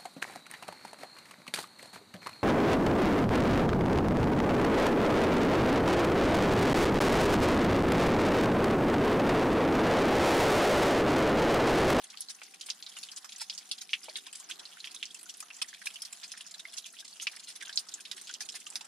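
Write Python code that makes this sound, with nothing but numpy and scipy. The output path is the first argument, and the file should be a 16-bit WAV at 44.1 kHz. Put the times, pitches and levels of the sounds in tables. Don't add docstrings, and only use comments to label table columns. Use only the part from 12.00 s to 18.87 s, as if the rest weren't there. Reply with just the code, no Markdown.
import sys
import numpy as np
from scipy import signal
from scipy.fft import rfft, irfft, next_fast_len
from scipy.io import wavfile
from scipy.ndimage import uniform_filter1d, map_coordinates

SR = 44100
rng = np.random.default_rng(int(sys.argv[2]) if len(sys.argv) > 2 else 0)


def natural_amplitude(level_db):
    exponent = np.asarray(level_db, float) / 20
    return 10 ** exponent


def dump_mix(stems):
    frames = np.atleast_2d(stems).T
    limited = np.clip(frames, -1, 1)
    pcm = np.round(limited * 32767).astype(np.int16)
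    wavfile.write(sys.argv[1], SR, pcm)


N = 302991

# start in seconds, level in dB, pitch of the pop in Hz,
# level of the spray's treble in dB, sharpness of the pop's pitch (a plain number).
CLEAR_DROPS = [(0.037, -37, 9700, -37.5, 5.4), (0.1013, -35, 4700, -44, 1.7),
               (0.172, -32.5, 4000, -44, 1.4), (0.2062, -24, 9800, -42, 5), (0.285, -33.5, 4300, -46, 7.7),
               (0.3064, -34, 7640, -65, 9.9), (0.416, -35.5, 2430, -53, 3.1), (0.465, -45, 4400, -73, 4),
               (0.5377, -40.5, 2500, -44.5, 3.6), (0.61, -28.5, 4430, -38.5, 0.68),
               (0.661, -32, 10000, -40.5, 1.8), (0.6864, -34.5, 1920, -38, 0.66),
               (0.701, -19, 4960, -59, 2.1), (0.8248, -30, 4130, -64, 3.5), (0.864, -29.5, 4030, -63, 2.8),
               (0.917, -41, 3260, -50, 2.8), (0.9666, -34.5, 2580, -40, 2), (0.9858, -37, 6960, -38, 7.9),
               (1.03, -28.5, 4530, -37.5, 1.4), (1.0866, -33.5, 3200, -51, 2.9),
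               (1.1161, -32.5, 4830, -39.5, 1.7), (1.1619, -31, 6900, -40, 2.7),
               (1.244, -42, 6950, -39, 0.33), (1.29, -35, 3800, -51, 0.51), (1.321, -32, 3920, -43, 1.3),
               (1.3607, -32.5, 6140, -63, 4.6), (1.3813, -35, 9310, -43, 1.9), (1.398, -34, 3780, -39, 1.1),
               (1.4975, -22, 4050, -59, 1.7), (1.527, -37, 3330, -44, 2.7), (1.5492, -34, 6400, -59, 2.8),
               (1.5773, -28, 5900, -41.5, 1.6), (1.621, -45.5, 3220, -62, 3), (1.6894, -43, 3500, -44, 1.9),
               (1.7129, -22, 3960, -29.5, 2), (1.779, -41, 3980, -38.5, 2.9), (1.81, -35, 5850, -34, 6.5),
               (1.8917, -35, 2890, -65, 1.7), (1.932, -12.5, 2530, -39, 1.58), (1.987, -57, 6500, -72, 4),
               (2.032, -36, 5130, -40, 4.7), (2.056, -39, 3000, -47, 0.53), (2.0925, -32, 4140, -46, 2.3),
               (2.135, -41, 9500, -61, 2.7), (2.156, -24.5, 3710, -40, 3.6),
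               (2.184, -34.5, 3660, -45.5, 5.5), (2.2653, -34.5, 3530, -39, 4.2),
               (2.327, -36, 7750, -38, 3.7), (2.352, -37, 5050, -34.5, 1.2),
               (2.3995, -32.5, 7500, -44, 1.5), (2.441, -40.5, 6320, -66, 7.7),
               (2.4883, -38.5, 5200, -40, 10), (2.511, -24.5, 3070, -42, 2.4),
               (2.593, -37.5, 3500, -39.5, 2.3), (2.653, -31.5, 4170, -67, 4.3),
               (2.7255, -40, 3100, -73, 3.3), (2.7694, -42, 1680, -63, 2.6), (2.802, -31, 4130, -51, 6),
               (2.842, -27.5, 2500, -42.5, 1.3), (2.8714, -30.5, 2660, -42.5, 1.9),
               (2.909, -41, 4500, -43, 7), (2.9432, -39, 3700, -35, 4), (2.962, -31.5, 3600, -67, 5.3),
               (3.027, -21, 2850, -38, 1.54), (3.054, -30, 5250, -61, 1.3), (3.1053, -36.5, 3320, -44, 5.9),
               (3.144, -30, 7600, -57, 1.7), (3.1888, -42, 5600, -41, 1.4), (3.211, -38, 9850, -47, 2.5),
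               (3.2298, -31, 9710, -60, 3.7), (3.257, -39, 6470, -62, 2.4), (3.291, -34, 3320, -35.5, 2.1),
               (3.3398, -36, 5900, -65, 1.2), (3.37, -34, 9900, -72, 6), (3.4024, -26, 9000, -38.5, 1.5),
               (3.503, -32.5, 2680, -68, 4.9), (3.5443, -39, 5640, -63, 2.3),
               (3.5656, -36.5, 7500, -63, 5.4), (3.6148, -24.5, 3160, -25, 4.5),
               (3.682, -39, 7200, -39.5, 0.99), (3.738, -34, 2800, -48, 0.46), (3.816, -36, 1760, -46, 2.7),
               (3.8543, -46, 9520, -30.5, 3), (3.8686, -21, 2560, -30, 6.2),
               (3.9026, -37, 2560, -44.5, 2.8), (3.938, -38, 7560, -41, 2.1),
               (3.957, -32.5, 3070, -44.5, 4.4), (4.019, -27, 9400, -31, 3.4), (4.05, -32, 4850, -39, 3.7),
               (4.126, -30, 7570, -34.5, 5.3), (4.2126, -51, 4320, -45, 2.4),
               (4.2313, -31.5, 2870, -39, 0.4), (4.2775, -41, 6750, -59, 3.6),
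               (4.317, -29.5, 6510, -34.5, 1.7), (4.3735, -43, 3560, -38, 0.87),
               (4.407, -31, 3280, -38.5, 2.4), (4.4645, -37.5, 6400, -44, 1.6),
               (4.51, -35, 7000, -40.5, 3.4), (4.541, -32.5, 4070, -42, 5.4), (4.594, -34, 3770, -40, 6),
               (4.6517, -29.5, 2080, -59, 5.4), (4.7308, -38, 3420, -37.5, 14),
               (4.768, -33, 6270, -38, 2.1), (4.778, -30, 4150, -32.5, 1.4),
               (4.8424, -35.5, 3370, -54, 3.3), (4.8541, -37, 3100, -38.5, 1.4),
               (4.902, -43, 6600, -63, 3.5), (4.9262, -38.5, 9600, -71, 2.9), (4.967, -41, 2790, -65, 3.5),
               (4.987, -34, 3500, -43.5, 2.2), (5.045, -41, 4670, -40.5, 0.65),
               (5.078, -38, 4940, -48, 1.7), (5.127, -38, 4550, -64, 11), (5.1627, -43, 2900, -48.5, 2.8),
               (5.198, -29.5, 3000, -54, 3), (5.211, -34, 4330, -35.5, 1.9), (5.2687, -16.5, 2530, -42, 3),
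               (5.3145, -40, 5210, -44, 2.3), (5.331, -42.5, 2330, -59, 1.2), (5.3623, -37, 5300, -48, 6.7),
               (5.395, -37, 4310, -42.5, 3.4), (5.436, -38.5, 6800, -42.5, 3.9),
               (5.472, -37, 4190, -42, 3.2), (5.4937, -45, 3680, -42, 1), (5.5541, -38, 6180, -37.5, 1.4),
               (5.6074, -37, 3280, -45, 1.2), (5.6232, -33, 1620, -36, 5.6), (5.6506, -34, 3970, -41, 2),
               (5.694, -33, 1690, -40.5, 4.5), (5.7271, -31, 4770, -46.5, 1.6),
               (5.7575, -28.5, 7100, -57, 2), (5.7737, -15, 4600, -55, 3), (5.792, -25, 6850, -56, 0.67),
               (5.8861, -32.5, 4760, -40.5, 3.1), (5.921, -37, 3760, -69, 3.7),
               (5.939, -24, 6950, -56, 2.7), (5.9992, -41.5, 3170, -39, 3.3), (6.0515, -32, 3380, -47, 1.4),
               (6.113, -24, 3830, -33, 1.2), (6.163, -44, 7200, -41, 2.9), (6.176, -37, 3320, -44, 0.8),
               (6.213, -35, 8700, -38.5, 6.6), (6.2715, -32, 4800, -51.5, 0.73),
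               (6.2927, -30, 3650, -61, 0.66), (6.3388, -25.5, 5440, -48, 1.9),
               (6.4052, -26, 4600, -38, 0.55), (6.4499, -39, 6990, -42.5, 4.4),
               (6.489, -27, 5140, -53, 1.7), (6.521, -37, 6900, -44, 2.9), (6.5407, -37.5, 4040, -40, 2.2),
               (6.6006, -36, 7140, -55, 1.9), (6.6621, -37, 5900, -40.5, 3.7), (6.666, -31, 2915, -48, 7.8),
               (6.7015, -30.5, 7660, -61, 5.4), (6.7553, -22, 5120, -27.5, 2.6),
               (6.808, -35, 3780, -38.5, 3.6), (6.848, -40, 8100, -68, 3.5)]
# time in seconds, left over right in dB.
SIDE_DRIFT = [(0.0, 0), (0.8, -0.5), (2.5, -1.5), (4.2, -2), (5.4, -2), (6.87, -2)]
# time in seconds, low gurgle level in dB, stream level in dB.
WATER_FLOW = [(0.0, -79, -65.5), (0.5, -76, -68.5), (1.3, -83.5, -66), (2.0, -76, -68.5), (2.2, -69, -68),
              (2.38, -80.5, -66.5), (2.53, -67.5, -62.5), (2.7, -81.5, -65.5), (3.1, -72.5, -68.5),
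              (3.4, -79, -68), (4.0, -82.5, -66.5), (5.0, -80.5, -68), (6.0, -76, -65),
              (6.551, -73.5, -67.5), (6.87, -77, -62.5)]


def unit(x):
    return x / np.sqrt(np.mean(x ** 2) + 1e-20)


def along(points, hz):
    f, v = np.transpose(points)
    return np.interp(np.log(hz + 1), np.log(f + 1), v)


def wobble(rate):
    knots = rng.standard_normal(int(N * rate / SR) + 4)
    return map_coordinates(knots, [np.arange(N) * rate / SR])


def pair(a, b, alike, hz):
    turn = np.arccos(np.clip(along(alike, hz), -1, 1)) / 2
    shared, opposed = np.cos(turn) * a, np.sin(turn) * b
    return np.array([shared + opposed, shared - opposed])


def drips():
    s, db, pop_hz, treble_db, sharp = np.transpose(CLEAR_DROPS)
    lean_scatter_db = 1.1
    pan_db = np.interp(s, *np.transpose(SIDE_DRIFT)) + lean_scatter_db * rng.standard_normal(len(s))
    spray_db = treble_db + 5.5 - db
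    rows = np.c_[s, db, pop_hz, sharp, spray_db, pan_db]
    return splash(rows, t60=0.057, direct_db=24.5, slap_db=-16.5, ripple_db=2.5, size=4096)


def splash(rows, t60, direct_db, slap_db, ripple_db, size):
    # frequency in Hz, level in dB per Hz.
    spray_colour = [(300, -60), (700, -19), (1500, -7), (3500, 0.5), (5500, 5), (8000, 3), (10000, 7.5),
                    (13500, -4), (16000, -11)]
    s, db, pop_hz, sharp, spray_db, pan_db = np.transpose(rows)[:, :, None]
    relative_sharp = np.clip(sharp, .4, 12) / 2

    near_db = direct_db + 0.087 * (db + 20.0) + np.log2(relative_sharp)
    echo_t60 = t60 * relative_sharp ** -0.3
    hz, echoes = rock_echoes(count=len(rows), size=size, direct_db=near_db, t60=echo_t60,
                             hold_s=0.004, clump_db=3.5, ripple_db=ripple_db)
    echoes = echoes * lifted_bands(hz, lift_db=6.5)

    core = bubble(hz, pop_hz, sharp)
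    slap = bubble(hz, 0.98 * pop_hz, sharp=0.68)
    pop = core + natural_amplitude(slap_db) * slap

    parting_s = 0.0067 * np.exp(0.72 * rng.standard_normal((len(rows), 1)))
    swell = np.sin(np.pi * np.minimum(np.arange(size // 2) / SR / parting_s, 1)) ** 2
    burst = rfft(rng.standard_normal(swell.shape) ** 3 * swell, 2 * size)
    spray = burst * natural_amplitude(along(spray_colour, hz))

    layers = [(pop, db - 13, pan_db), (spray, db + spray_db - 13, 0.85 * pan_db)]
    sound = 0
    for colour, level_db, lean_db in layers:
        part = irfft(echoes * colour)[..., :size]
        opening = np.sqrt(np.mean(part[..., :512].mean(0) ** 2, axis=1))[:, None]
        side_db = np.multiply.outer([.5, -.5], lean_db)
        sound = sound + part * natural_amplitude(level_db + side_db) / opening

    place = (np.round(s * SR).astype(int) + np.arange(size)).ravel()
    return np.array([np.bincount(place, side.ravel(), N + size + 1)[:N] for side in sound])


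def bubble(hz, centre_hz, sharp):
    width = centre_hz / np.clip(sharp, .4, 20)
    ring = 1j * hz * width / (centre_hz ** 2 - hz ** 2 + 1j * hz * width)
    weak_bass = 1j * hz / (1j * hz + 0.7 * centre_hz)
    weak_treble = 1 / (1 + 1j * hz / (2.2 * centre_hz))
    return (ring * weak_bass * weak_treble) ** 2


def rock_echoes(count, size, direct_db, t60, hold_s, clump_db, ripple_db):
    # frequency in Hz, likeness (1 is the same).
    echo_likeness = [(600, 0.13), (1500, 0.24), (3000, 0.89), (5000, 0.57), (7500, 0.0087), (15000, 0.025)]
    t = np.arange(size) / SR
    draw = rng.standard_normal((count, 3, size))
    clumps = natural_amplitude(clump_db * unit(uniform_filter1d(draw[:, 2], size=24, axis=1)))
    age = np.maximum(t - hold_s, 0)
    linger = natural_amplitude(-10.5 - 60 * age / 0.085) * np.cos(np.pi / 2 * np.arange(size) / size)
    fade = (natural_amplitude(-60 * age / t60) + linger) * (t > .0011)
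    tails = draw[:, :2] * (clumps * fade)[:, None]
    hz = np.fft.rfftfreq(2 * size, 1 / SR)
    echoes = pair(rfft(tails[:, 0], 2 * size), rfft(tails[:, 1], 2 * size), echo_likeness, hz)

    lag = .00005 * rng.standard_normal((count, 1))
    side_phase = np.multiply.outer([1j, -1j], np.pi * hz * lag)
    direct = natural_amplitude(direct_db) * np.exp(side_phase - 2j * np.pi * hz * .0008)

    ripple = rfft(rng.standard_normal((count, 48)) * np.hanning(96)[48:], 2 * size).real
    return hz, (direct + echoes) * natural_amplitude(ripple_db * ripple / np.std(ripple))


def lifted_bands(hz, lift_db):
    # centre in Hz, width in Hz, level in dB before lift_db is added.
    bands = [(2560, 380, -26), (3320, 450, -11.5), (5130, 87, -11)]
    response = 1
    for centre, width, db in bands:
        band = 1j * hz * width / (centre * centre - hz * hz + 1j * hz * width)
        response = response + natural_amplitude(db + lift_db) * band
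    return response


def small_pops():
    # start in seconds, level in dB, pitch in Hz, sharpness (a plain number), left over right in dB.
    pop_rows = [(0.1402, -44.5, 2740, 3.7, -14), (0.1432, -48, 1180, 3, -5), (0.2185, -32.5, 5240, 1.5, -2),
                (0.3477, -40, 6100, 9, 2), (0.416, -47.5, 1520, 3.5, -18), (0.417, -48.5, 730, 3.2, -5),
                (0.433, -35, 6100, 0.63, 0), (0.5991, -45, 6370, 9, 0), (0.6281, -39, 3080, 8.1, 1.0),
                (0.686, -45, 1410, 0.62, -21), (0.701, -29, 3020, 3.1, 2), (0.967, -41, 1310, 0.58, 1),
                (1.2437, -43, 1270, 1.2, -17), (1.2936, -43, 6300, 9, 4.0), (1.4153, -39.0, 910, 3.7, -6),
                (2.0825, -35.5, 650, 1.7, -1), (2.092, -49, 640, 2.3, -4), (2.0848, -38, 2350, 6.2, -3),
                (2.1596, -34, 2260, 1.5, -2), (2.2693, -47, 1010, 7.9, 1), (2.2813, -41, 2540, 6.4, -1.0),
                (2.401, -51.5, 1020, 8.5, 10), (2.5068, -39, 6240, 14, 1), (3.0276, -44, 4630, 14, 1.0),
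                (3.1464, -39, 2700, 13, -2), (3.2621, -45, 1480, 9.1, -2), (3.4038, -43, 2450, 8.2, -15),
                (3.4257, -39, 1190, 1.3, -3), (3.4257, -36.5, 6640, 4.6, -2), (3.503, -44.5, 1460, 2.5, 1),
                (3.503, -46, 3180, 7.6, 0), (3.59, -48, 1950, 11, -2), (3.6163, -25.5, 2570, 14, -2),
                (3.6183, -36.5, 1180, 4.1, 1), (3.6435, -44, 1920, 4.6, -12), (3.729, -38, 1730, 2.6, -1),
                (4.0044, -42, 5270, 5.4, 4), (4.0194, -38, 3265, 12, -3), (4.2279, -46, 1720, 12, 1),
                (4.2419, -38.5, 2450, 7.2, -4), (4.3386, -39, 1640, 1.5, -2), (4.3736, -43, 1830, 2.9, 2),
                (4.5442, -46.5, 1690, 11, -3), (4.601, -34, 3640, 6.3, 0), (4.683, -44, 3500, 9.4, 0),
                (4.697, -44, 5400, 8, -4), (4.825, -44, 4000, 8, 0), (4.9343, -53.5, 1390, 7.3, -15),
                (5.0041, -38.5, 3760, 5.4, 0), (5.0251, -45.5, 1620, 7.8, 2), (5.2705, -41, 1140, 3.6, -6),
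                (5.2702, -23, 4460, 2.5, 0), (5.3623, -40, 9100, 9, -9.0), (5.3683, -39, 1950, 3.2, -4),
                (5.6117, -34, 2160, 2.9, -6), (5.6267, -34, 3500, 6.1, -5.0),
                (5.6696, -37.5, 2930, 6.6, -5), (5.6756, -40, 1553, 14, -5), (5.6796, -36, 6050, 5.6, 2.5),
                (5.6926, -34, 3270, 4.9, -2), (5.868, -49, 1240, 5.1, -1), (5.978, -48, 1706, 12, 1),
                (5.989, -44.5, 1590, 7.5, 0), (6.0587, -38, 3770, 11, -14.5), (6.1286, -44, 1900, 9, -4),
                (6.1795, -42, 1777, 4.5, -8), (6.2972, -34.5, 1510, 5.3, 1), (6.3112, -36.5, 6300, 4.8, -5),
                (6.352, -37, 3000, 3.9, -8), (6.4059, -37.5, 1770, 2.9, -9.0), (6.4059, -42, 5940, 9, 7),
                (6.41, -49, 784, 3.7, -10), (6.4219, -37, 4950, 9, 4), (6.433, -44, 2520, 9.9, -2),
                (6.4878, -30.5, 3260, 1.9, -2), (6.541, -50.5, 800, 3.2, -11), (6.5436, -47, 1640, 11, -13),
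                (6.6664, -45.5, 1210, 9, -4), (6.7172, -52, 930, 2.3, -7), (6.725, -46.5, 2390, 3, -5),
                (6.7342, -42, 7620, 8.1, -8), (6.809, -45.0, 820, 2.6, -11), (6.809, -38, 2710, 5, -8)]
    rows = np.insert(pop_rows, 4, -40, axis=1)
    return splash(rows, t60=0.042, direct_db=26, slap_db=-14, ripple_db=1.5, size=2048)


def patter(count, top_db, range_db, sharp, t60):
    fallback_s, fallback_share = .022, .55
    u, g = rng.random((count, 5)), rng.standard_normal((count, 4))
    parent_s = np.array(CLEAR_DROPS)[(u[:, 2] * len(CLEAR_DROPS)).astype(int), 0]
    flight_s = .004 - fallback_s * np.log(1 - u[:, 3])
    thrown_s = np.minimum(parent_s + flight_s, N / SR)
    s = np.where(u[:, 4] < fallback_share, thrown_s, u[:, 0] * N / SR)
    db = top_db - range_db * u[:, 1]
    pop_hz = np.clip(4500 * np.exp(0.482 * g[:, 0]), 1500, 11500)
    each_sharp = sharp * np.exp(.55 * g[:, 1])
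    spray_db = -11 + 4 * g[:, 2]
    pan_db = np.interp(s, *np.transpose(SIDE_DRIFT)) + 2.2 * g[:, 3]
    rows = np.c_[s, db, pop_hz, each_sharp, spray_db, pan_db]
    return splash(rows, t60=t60, direct_db=21, slap_db=-4, ripple_db=3.0, size=2048)


def rush(spectrum, patchy_db):
    # frequency in Hz, likeness (1 is the same).
    noise_likeness = [(100, 0.03), (250, 0.57), (700, 0), (3000, 0.63), (7000, 0.056)]
    z = signal.stft(rng.standard_normal((2, N + 8192)), nperseg=256)[2]
    field = rng.standard_normal(z.shape[1:])
    field = uniform_filter1d(uniform_filter1d(field, 8, 0), 8, 1)
    a, b = signal.istft(z * natural_amplitude(patchy_db * unit(field)), nperseg=256)[1]
    size = next_fast_len(len(a))
    hz = np.fft.rfftfreq(size, 1 / SR)
    sides = pair(rfft(a, size), rfft(b, size), noise_likeness, hz)
    return unit(irfft(sides * natural_amplitude(along(spectrum, hz)), size)[:, :N])


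def trickle():
    # frequency in Hz, level in dB per Hz.
    fizz_colour = [(500, -28), (900, -26), (1700, -14), (2200, -3.5), (3300, 1), (6300, 2), (8500, -2),
                   (10000, 7.5), (11500, 2), (13500, 3), (16000, -17)]
    level_db = -55 + 1.3 * wobble(35) + 1.3 * wobble(9.7) + 3.2 * wobble(600)
    return natural_amplitude(level_db) * rush(fizz_colour, patchy_db=3.5)


def stream():
    # frequency in Hz, level in dB per Hz.
    murmur_colour = [(290, -22), (500, -14.5), (573, -11), (731, -5), (941, -6), (1600, -4), (2080, -7.5),
                     (3520, -120)]
    s, _, stream_db = np.transpose(WATER_FLOW)
    level_db = np.interp(np.arange(N) / SR, s, stream_db) + 1.6 * wobble(7.9)
    return natural_amplitude(level_db) * rush(murmur_colour, patchy_db=2.0)


def gurgle():
    # frequency in Hz, level in dB per Hz.
    gurgle_colour = [(200, -18), (270, 0), (400, 0), (500, -4), (620, -28), (1000, -92)]
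    s, gurgle_db, _ = np.transpose(WATER_FLOW)
    level_db = np.interp(np.arange(N) / SR, s, gurgle_db) + 0.27 * wobble(3.2)
    return natural_amplitude(level_db) * rush(gurgle_colour, patchy_db=2.1)


def rumble():
    # frequency in Hz, level in dB per Hz.
    rumble_colour = [(35, -70), (60, -36), (102, -53), (144, -10), (189, 0), (270, -6), (350, -36),
                     (590, -120)]
    swell_s, swell_db_per_s = 5.8, 3
    swell_db = swell_db_per_s * np.maximum(np.arange(N) / SR - swell_s, 0)
    return natural_amplitude(-80 + swell_db + 0.47 * wobble(8.9)) * rush(rumble_colour, patchy_db=1.0)


def hum(flutter):
    # time in seconds, pitch in Hz, level in dB.
    hum_path = [(0.0, 780.6, -76.5), (1.5, 759, -78.5), (3.0, 720, -83.5), (4.7, 670, -78), (5.6, 660, -84)]
    s, hz, db = np.transpose(hum_path)
    t = np.arange(N) / SR
    tone = np.sin(2 * np.pi * np.cumsum(np.interp(t, s, hz)) / SR)
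    strength = wobble(flutter) + np.array([wobble(flutter), wobble(flutter)])
    return natural_amplitude(np.interp(t, s, db)) * unit(tone * strength)


def scene():
    near = drips() + small_pops()
    droplets = patter(count=1600, top_db=-45.0, range_db=25.5, sharp=4.5, t60=0.038)
    background = trickle() + stream() + gurgle() + rumble()
    return near + droplets + background + hum(flutter=76)


def top_cut(x):
    return signal.sosfilt(signal.butter(12, 16430, fs=SR, output="sos"), x)


def record(dry):
    # frequency in Hz, gain in dB.
    microphone_gain = [(60, -9), (110, -10.5), (150, 3), (8000, -1), (10000, -4.5), (11000, -9),
                       (12500, -14), (14500, -12.5), (15700, -23), (16400, -62)]
    size = next_fast_len(N + 8192)
    hz = np.fft.rfftfreq(size, 1 / SR)
    heard = irfft(rfft(dry, size) * natural_amplitude(along(microphone_gain, hz)), size)[:, :N]
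    return top_cut(heard)


dry = scene()
out = record(dry)
dump_mix(out)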